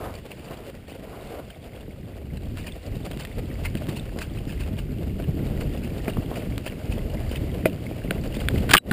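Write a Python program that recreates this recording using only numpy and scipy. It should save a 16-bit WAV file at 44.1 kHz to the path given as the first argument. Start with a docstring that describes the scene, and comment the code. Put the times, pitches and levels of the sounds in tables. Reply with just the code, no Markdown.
"""Mountain bike on a rocky forest trail

Heard from a camera on the rider's helmet, with wind buffeting the microphone. Below it the tyres
scrub over dirt and crunch gravel, rocks thump the wheels and jolts set the chain rattling. Hard hits
clunk through the frame, loudest near the end; then something clatters against the camera housing."""
import sys
import numpy as np
from scipy import signal
from scipy.fft import rfft, irfft
from scipy.io import wavfile
from scipy.ndimage import uniform_filter1d

SR = 44100
rng = np.random.default_rng(int(sys.argv[2]) if len(sys.argv) > 2 else 0)


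def master_out(mix):
    """Clip the mix to full scale and print it as 16-bit PCM to the path in sys.argv[1]."""
    frames = np.transpose(np.atleast_2d(mix))
    ceiling = np.clip(frames, -1, 1)
    pcm = np.round(ceiling * 32767).astype(np.int16)
    wavfile.write(sys.argv[1], SR, pcm)


N = 393372
TIME = np.arange(N) / SR

# how hard the tyres work the ground: (time [s], gravel [dB], scrub [dB])
TYRE_GRIP = [(0.0, -51.5, -60), (0.22, -54.5, -48), (0.46, -51.5, -48), (0.92, -58, -50), (1.28, -51, -41),
             (1.6, -56, -47.5), (2.25, -58, -50), (2.64, -53.5, -49), (2.93, -52.5, -44.5),
             (3.15, -51, -43), (3.9, -51.5, -45), (5.04, -54, -47.5), (5.5, -50, -41), (6.32, -49.5, -41),
             (6.71, -51, -46), (7.15, -50, -39.5), (7.29, -47.5, -41), (7.73, -51, -40.5),
             (7.88, -50.5, -43), (8.38, -49.5, -39.5), (8.58, -45, -37.5), (8.7, -46.5, -36)]
# spectrum of crushed gravel: (frequency [Hz], level [dB])
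GRAVEL_SPECTRUM = [(300, -6.5), (800, -1), (1300, -7), (2000, -1.5), (2400, -1), (2850, 0), (3400, -7),
                   (4100, -10.5), (4700, -8), (6000, -23.5), (7500, -28), (9500, -14), (12000, -38),
                   (15000, -33)]
# spectrum of the crack of a hard blow: (frequency [Hz], level [dB])
CRACK_SPECTRUM = [(200, -2.5), (700, -9), (1150, -8), (1550, 7.5), (2000, 2), (2850, 3), (3300, 2.5),
                  (4900, -13.5), (6000, -37), (7500, -19.5), (9500, -5.5), (12000, -36), (15000, -49)]


def from_db(db):
    """Decibels to gain."""
    return 10 ** (np.asarray(db) / 20)


def rms_one(x):
    """Scale to unit rms."""
    return x / np.sqrt(np.mean(x ** 2) + 1e-20)


def in_time(rows):
    """Each column of a curve table at every sample."""
    times, *columns = np.transpose(rows)
    return [np.interp(TIME, times, column) for column in columns]


def drift(rate_hz, hop=40):
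    """Smooth random wander of unit rms, mostly slower than rate_hz."""
    steps = rng.standard_normal(N // hop)
    lowpass = signal.butter(2, rate_hz, fs=SR / hop, output="sos")
    slow = rms_one(signal.sosfiltfilt(lowpass, steps, padtype="even"))
    return np.interp(np.arange(N) / hop, np.arange(len(slow)), slow)


def colour(x, spectrum, size=4096):
    """Causal (minimum-phase) filter with the given spectrum."""
    hz, db = np.transpose(spectrum)
    grid_hz = np.maximum(np.arange(size // 2 + 1) * SR / size, 1)
    gain = from_db(np.interp(np.log(grid_hz), np.log(hz), db))
    cepstrum = irfft(np.log(gain))
    cepstrum[1:size // 2] *= 2
    cepstrum[size // 2 + 1:] = 0
    response = irfft(np.exp(rfft(cepstrum)))
    return signal.fftconvolve(x, response)[:len(x)]


def fade(t, t60):
    """Falls by 60 dB in t60; 1 before time zero."""
    return np.exp(-np.log(1000) * np.maximum(t, 0) / max(t60, 1e-4))


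def ring(modes, t60_scale=1, size=6000):
    """Response of a struck body: decaying sines of alternating sign."""
    t = np.arange(size) / SR
    return sum(from_db(db) * fade(t, t60 * t60_scale) * np.sin(2 * np.pi * hz * t) * (-1) ** k
               for k, (hz, db, t60) in enumerate(modes))


def snap(spectrum):
    """One click with the given spectrum and a peak of 1."""
    click = colour(signal.unit_impulse(1024), spectrum)
    return click / np.abs(click).max()


def add(out, s, sound):
    """Mix a sound in at time s."""
    at = int(s * SR)
    sound, at = sound[max(-at, 0):], max(at, 0)
    out[at:at + len(sound)] += sound[:max(N - at, 0)]


def grains(per_s, spread_db):
    """Random tiny contacts of uneven size."""
    sizes = from_db(spread_db * np.minimum(rng.exponential(1, N), 4))
    signs = rng.choice([-1, 1], N)
    return sizes * signs * (rng.random(N) < per_s / SR)


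def wind(buffet_db, rush_db, lumpy_db):
    """Large eddies buffet the microphone port, small ones add a lumpy low rush."""
    # wind on the helmet: (time [s], large eddies [dB], small eddies [dB])
    airflow = [(0.0, -45, -45), (0.02, -39, -41.5), (0.46, -48, -43.5), (1.57, -45.5, -45.5),
               (2.64, -33.5, -35), (2.83, -43, -49), (2.91, -28, -38), (2.95, -34, -35.5),
               (3.32, -38, -40.5), (3.39, -28.5, -35), (3.46, -40, -35.5), (3.66, -27.5, -36.5),
               (3.93, -39, -32), (4.07, -36, -36.5), (5.52, -26.5, -29), (6.13, -37, -33),
               (6.18, -24, -34.5), (6.4, -45, -33), (6.49, -30.5, -33.5), (6.86, -41.5, -36),
               (6.9, -28, -30), (7.32, -29.5, -37), (7.46, -29, -31.5), (7.7, -40, -28), (7.75, -37.5, -36),
               (8.51, -27.5, -31), (8.53, -25.5, -28.5), (8.7, -30, -26)]
    # spectra of the large and the small eddies: (frequency [Hz], level [dB])
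    buffet_spectrum = [(10, -36), (25, -2), (45, 0.5), (70, 1.5), (100, -2.5), (140, -12.5), (220, -31),
                       (1000, -64), (4000, -100)]
    rush_spectrum = [(30, -27.5), (70, -8.5), (115, -1), (180, -3), (280, -7), (450, -15.5), (700, -34.5),
                     (1000, -46.5), (3000, -53), (8000, -73)]
    large_db, small_db = in_time(airflow)
    lumps = from_db(lumpy_db * drift(rate_hz=56))
    large, small = rng.standard_normal((2, N))
    buffet = rms_one(colour(large, buffet_spectrum))
    rush = rms_one(colour(small * lumps, rush_spectrum))
    return from_db(large_db + buffet_db) * buffet + from_db(small_db + rush_db) * rush


def jingle(per_s, t60, drive, parts=28):
    """Small parts and pebbles, each ringing at its own pitch when hit; rms near 1 at unit drive."""
    clicks = grains(per_s, spread_db=6.2)
    struck_part = rng.integers(0, parts, N)
    pitches = np.geomspace(1250, 5300, parts) * (1 + 0.042 * rng.standard_normal(parts))
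    out, power = 0, 0
    for part, hz in enumerate(pitches):
        db = np.interp(hz, *np.transpose(GRAVEL_SPECTRUM))
        tone = ring([(hz, db, t60)], size=1500)
        out = out + signal.oaconvolve(clicks * drive * (struck_part == part), tone)[:N]
        power += np.mean(clicks ** 2) * np.sum(tone ** 2) / parts
    return out / np.sqrt(power)


def tyres(gravel_gain_db, scrub_gain_db):
    """Knobs scrub the dirt with a hollow roar and crush grit in clumps; the bike chatters along."""
    # spectrum of knobs on dirt: (frequency [Hz], level [dB])
    scrub_spectrum = [(80, -28.5), (200, -6.5), (350, -3.5), (500, 0), (650, -2.5), (800, -12),
                      (1000, -20.5), (1500, -21.5), (4000, -67), (8000, -81)]
    gravel_db, scrub_db = in_time(TYRE_GRIP)
    ground = drift(rate_hz=25)
    knob_contacts = grains(per_s=2500, spread_db=3.05) * from_db(4.1 * ground)
    grit_contacts = grains(per_s=1300, spread_db=2.95) * from_db(3.7 * ground)
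    scrub = rms_one(colour(knob_contacts, scrub_spectrum))
    grit = rms_one(colour(grit_contacts, GRAVEL_SPECTRUM))
    dust = rms_one(colour(rng.standard_normal(N), GRAVEL_SPECTRUM))
    chatter = jingle(per_s=560, t60=0.016, drive=from_db(1.1 * ground))
    crunch = from_db(-3.5) * grit + from_db(-4) * dust + from_db(-6) * chatter
    return from_db(scrub_db + scrub_gain_db) * scrub + from_db(gravel_db + gravel_gain_db) * crunch


def slides():
    """The tyres slip sideways: each time a dense, hollow scrape swells and dies away."""
    # sideways scuffs: (peak time [s], level [dB], length [s])
    scuffs = [(0.04, -33.5, .18), (0.519, -38.5, 0.024), (.55, -45, 0.26), (1.15, -42, 0.2),
              (1.36, -42.5, 0.15), (3.9, -39, 0.04), (4.18, -40, 0.041), (6.085, -28.5, 0.015),
              (6.33, -37, 0.047)]
    # spectrum of a skidding tyre: (frequency [Hz], level [dB])
    skid_spectrum = [(200, -5.5), (370, -2), (470, 4.5), (580, -0.5), (720, 0), (880, -9.5), (1060, -6.5),
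                     (1350, -9.5), (1650, -15.5), (6000, -40)]
    swells = sum(from_db(db) * np.exp(-(2 * (TIME - s) / length) ** 2) for s, db, length in scuffs)
    return swells * rms_one(colour(grains(per_s=4000, spread_db=0.87), skid_spectrum))


def rattles(clicks_db, metal_db, slap_db, swell_share, small_per_s, small_spread_db, small_t60):
    """Each jolt throws the chain and stones into one sharp slap and a flurry of clicks and rings."""
    # the main jolts: (peak time [s], level [dB], t60 [s])
    jolts = [(0.315, -35.5, 0.028), (0.897, -42.5, 0.22), (1.503, -42, 0.056), (1.776, -48, 0.027),
             (2.372, -39.5, 0.031), (2.585, -39, 0.29), (2.67, -34.5, 0.096), (2.865, -42.5, 0.044),
             (3.052, -36, .04), (3.118, -38, 0.015), (3.201, -29, 0.076), (3.252, -25, 0.012),
             (3.654, -26.5, 0.079), (3.773, -39.5, 0.11), (3.891, -28, 0.067), (3.968, -32, 0.099),
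             (4.188, -29, 0.025), (4.218, -29, 0.12), (4.372, -43, 0.09), (4.5, -40.5, 0.33),
             (4.606, -36, 0.15), (4.788, -35.5, 0.1), (5.609, -30, 0.048), (5.84, -35.5, 0.11),
             (6.083, -38, 0.08), (6.101, -35, .035), (6.363, -37.5, 0.26), (6.665, -28.5, 0.076),
             (6.92, -35, 0.15), (7.202, -39, 0.018), (7.318, -34.5, 0.15), (7.357, -35, 0.043),
             (7.66, -28, 0.062), (8.039, -38, 0.026), (8.239, -36, 0.051), (8.349, -35, 0.13),
             (8.367, -40, 0.025), (8.41, -34.5, 0.1), (8.582, -31.5, 0.039)]
    # spectrum of the chain's clicks: (frequency [Hz], level [dB])
    chain_spectrum = [(300, -6), (900, 9), (1400, -3.5), (2000, -0.5), (2850, 12), (3400, -5), (4700, 1),
                      (6000, -14.5), (7500, -16), (9500, -3), (12000, -28), (15000, -15)]
    # small jolts come at random, stronger where the tyres work harder
    gravel_db, _ = in_time(TYRE_GRIP)
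    small_db = gravel_db + small_spread_db * rng.uniform(-1.2, 1, N)
    small_at = np.flatnonzero(rng.random(N) < small_per_s / SR)
    small_jolts = [(TIME[i], small_db[i], small_t60) for i in small_at]
    flurry, slaps = np.zeros(N), np.zeros(N)
    t = np.arange(-SR // 10, SR // 5) / SR
    for s, db, t60 in jolts + small_jolts:
        add(flurry, s + t[0], from_db(db) * fade(-t, swell_share * t60) * fade(t, t60))
        add(slaps, s, from_db([db + slap_db]))
    clicks = rms_one(grains(per_s=1600, spread_db=1.7))
    chain = colour(clicks * flurry + slaps, chain_spectrum) / np.std(colour(clicks, chain_spectrum))
    metal = jingle(per_s=1700, t60=0.021, drive=flurry)
    return from_db(clicks_db) * chain + from_db(metal_db) * metal


def lull(start_s, fall_s, hold_s, rise_s, depth_db):
    """A gain that dips briefly and comes back."""
    corners = start_s + np.cumsum([0, fall_s, hold_s, rise_s])
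    return from_db(np.interp(TIME, corners, [0, depth_db, depth_db, 0]))


def pings(t60):
    """A flung pebble strikes metal: one brief note."""
    # pebble strikes: (time [s], level [dB], pitch [Hz])
    pebbles = [(2.722, -33, 3500), (3.9966, -30.5, 3620), (4.6117, -45, 2500), (4.7892, -31.5, 2940),
               (6.0984, -33, 2920), (7.866, -29.5, 2180), (8.402, -30, 3170)]
    out = np.zeros(N)
    for s, db, hz in pebbles:
        add(out, s, from_db(db) * ring([(hz, 0, t60)]))
    return out


def ticks():
    """Flung grit hits close to the microphone: single dry clicks."""
    # grit strikes: (time [s], peak level [dB])
    strikes = [(2.573, -22.5), (3.1142, -19.5), (3.174, -23), (3.2505, -18.5), (3.272, -30),
               (3.8698, -23.5), (4.454, -30), (5.2235, -27), (5.603, -39), (6.58, -14)]
    # spectrum of one strike: (frequency [Hz], level [dB])
    tick_spectrum = [(500, 2), (2500, 4), (4000, 1), (6000, -16.5), (9000, -14), (15000, -10)]
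    out, click = np.zeros(N), snap(tick_spectrum)
    for s, db in strikes:
        add(out, s, from_db(db) * click)
    return out


def thumps(gain_db, t60_cycles, mode_ratio):
    """A tyre folds over a rock: a dull thud of three modes that die within a few cycles."""
    # rocks and roots under the wheels: (time [s], level [dB], pitch [Hz])
    rocks = [(0.505, -33, 247), (.919, -35, 434), (1.88, -32, 300), (2.887, -32, 70), (3.165, -28, 217),
             (3.75, -24.5, 233), (3.887, -22.5, 212), (4.161, -27, 338), (4.469, -24, 196),
             (4.731, -25, 165), (5.918, -27, 232), (6.079, -23, 360), (6.17, -26, 724), (6.181, -20.5, 151),
             (6.314, -24.5, 470), (7.313, -27, 339), (7.912, -28.5, 444), (8.046, -30, 262),
             (8.109, -24, 288), (8.367, -27, 366), (8.541, -18.5, 231)]
    out = np.zeros(N)
    for s, db, hz in rocks:
        thud = ring([(f, 0, t60_cycles / f) for f in (hz / mode_ratio, hz, hz * mode_ratio)])
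        add(out, s, from_db(db + gain_db) * thud / np.abs(thud).max())
    return out


def clunks(crush_db, crush_t60, size=1000):
    """Hard blows give a sharp crack, crush grit for an instant and ring the frame."""
    # blows through the frame: (time [s], ring [dB], share of the free ring time, crack [dB])
    blows = [(3.753, -31.5, 0.34, -31), (4.188, -40, 0.44, -34), (6.0803, -25, 0.55, -30),
             (6.663, -30.5, 0.62, -32), (7.6562, -12.5, 0.71, -18.5), (8.1086, -19, 0.24, -14.5),
             (8.486, -34, 0.13, -11.5)]
    # modes of the frame: (frequency [Hz], level [dB], t60 [s])
    frame_modes = [(350, 6, 0.039), (529, 1, 0.086), (635, 1.5, 0.098), (1430, -10, 0.043),
                   (2020, -7, 0.051), (2460, -1, 0.027)]
    out, t = np.zeros(N), np.arange(size) / SR
    crack = snap(CRACK_SPECTRUM)
    for s, ring_db, t60_scale, crack_db in blows:
        crush = from_db(crush_db) * rng.standard_normal(size) * fade(t, crush_t60)
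        force = signal.unit_impulse(size) + crush
        add(out, s, from_db(ring_db) * ring(frame_modes, t60_scale))
        add(out, s, from_db(crack_db) * signal.fftconvolve(force, crack))
    return out


def knocks(release_t60, crack_db, strike_db, thud_db, thud_hz, thud_t60, size=3000):
    """Strikes and short scrapes ring the camera housing, right at the microphone."""
    # contacts on the housing: (time [s], level [dB], contact [s], centre [Hz], width [Hz])
    contacts = [(8.692, -25, 0.01, 1500, 3000), (8.709, -18.5, 0.0083, 1800, 3000),
                (8.7132, -18.5, 0.0011, 1300, 1500), (8.72, -30.5, 0.018, 1600, 3000),
                (8.7351, -8.5, 0.0055, 3300, 4000), (8.738, -2, 0.0021, 1500, 600),
                (8.7488, -7, 0.0019, 1170, 910), (8.756, -18.5, .0034, 2500, 4000),
                (8.7681, -10.5, 0.0026, 2840, 450), (8.7772, -14.5, 0.0047, 2900, 600),
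                (8.868, -54, 0.0033, 3000, 4000), (8.912, -19.5, 0.0042, 1420, 900)]
    # modes of the housing: (frequency [Hz], level [dB], t60 [s])
    housing_modes = [(630, 1.5, 0.016), (800, -0.5, 0.017), (1180, 4.5, 0.017), (1472, 0, 0.016),
                     (2440, -21, 0.0028), (3250, -14, 0.0039), (3910, -17, 0.057), (4830, 7.5, 0.0031)]
    out, t = np.zeros(N), np.arange(size) / SR
    body = ring(housing_modes)
    body /= np.sqrt(np.sum(body ** 2))
    add(body, 0, from_db(crack_db) * snap(CRACK_SPECTRUM))
    mount_thud = ring([(thud_hz, thud_db, thud_t60)])
    strike = from_db(strike_db) * signal.unit_impulse(size)
    for s, db, contact_s, hz, width_hz in contacts:
        scrape = rng.standard_normal(size) * fade(t - contact_s, release_t60)
        # the place of contact favours one range of modes
        favoured_band = signal.iirpeak(hz, hz / width_hz, fs=SR)
        knock = signal.fftconvolve(signal.lfilter(*favoured_band, strike + scrape), body)
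        loudest_rms = np.sqrt(uniform_filter1d(knock ** 2, size=128).max())
        add(out, s, from_db(db) * knock / loudest_rms)
        add(out, s, from_db(db) * thud_hz / hz * mount_thud)   # low strikes shake the mount more
    return out


def scene():
    """The ride from the helmet, in mono: a steady rush with every jolt on top."""
    rush = wind(buffet_db=0.2, rush_db=0.5, lumpy_db=2.5)
    rush += tyres(gravel_gain_db=1.3, scrub_gain_db=1.5) + slides()
    chain = rattles(clicks_db=-6.5, metal_db=-6, slap_db=7, swell_share=0.45,
                    small_per_s=8.9, small_spread_db=9.5, small_t60=0.03)
    dip = lull(start_s=8.76, fall_s=0.03, hold_s=0.04, rise_s=0.066, depth_db=-26)
    stones = pings(t60=0.018) + ticks()
    rocks = thumps(gain_db=5.5, t60_cycles=11.3, mode_ratio=1.574)
    frame = clunks(crush_db=-11.5, crush_t60=0.0071)
    clatter = knocks(release_t60=0.0096, crack_db=-7, strike_db=18,
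                     thud_db=8.5, thud_hz=386, thud_t60=0.011)
    return ((rush + chain) * dip + stones + rocks + frame + clatter)[None]


def record(dry):
    """The camera adds faint mirror images in the treble, the loudest knocks clip, the top is cut."""
    # images mirrored about a carrier: (frequency of the sound [Hz], level of its images [dB])
    mirror_spectrum = [(50, -44.5), (200, -38), (450, -27), (1000, -21), (2000, -16), (3000, -10.5),
                       (4500, -4.5), (5500, -0.5)]
    carrier_hz, band_hz, cutoff_hz = 12000, 5600, 15150
    band = signal.sosfilt(signal.butter(12, band_hz, fs=SR, output="sos"), dry[0])
    images = 2 * colour(band, mirror_spectrum) * np.cos(2 * np.pi * carrier_hz * TIME)
    clipped = np.clip(dry[0] + images, -1, 1)
    top_cut = signal.ellip(10, 0.2, 80, cutoff_hz, fs=SR, output="sos")
    return signal.sosfilt(top_cut, clipped)[None]


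dry = scene()
out = record(dry)
master_out(out)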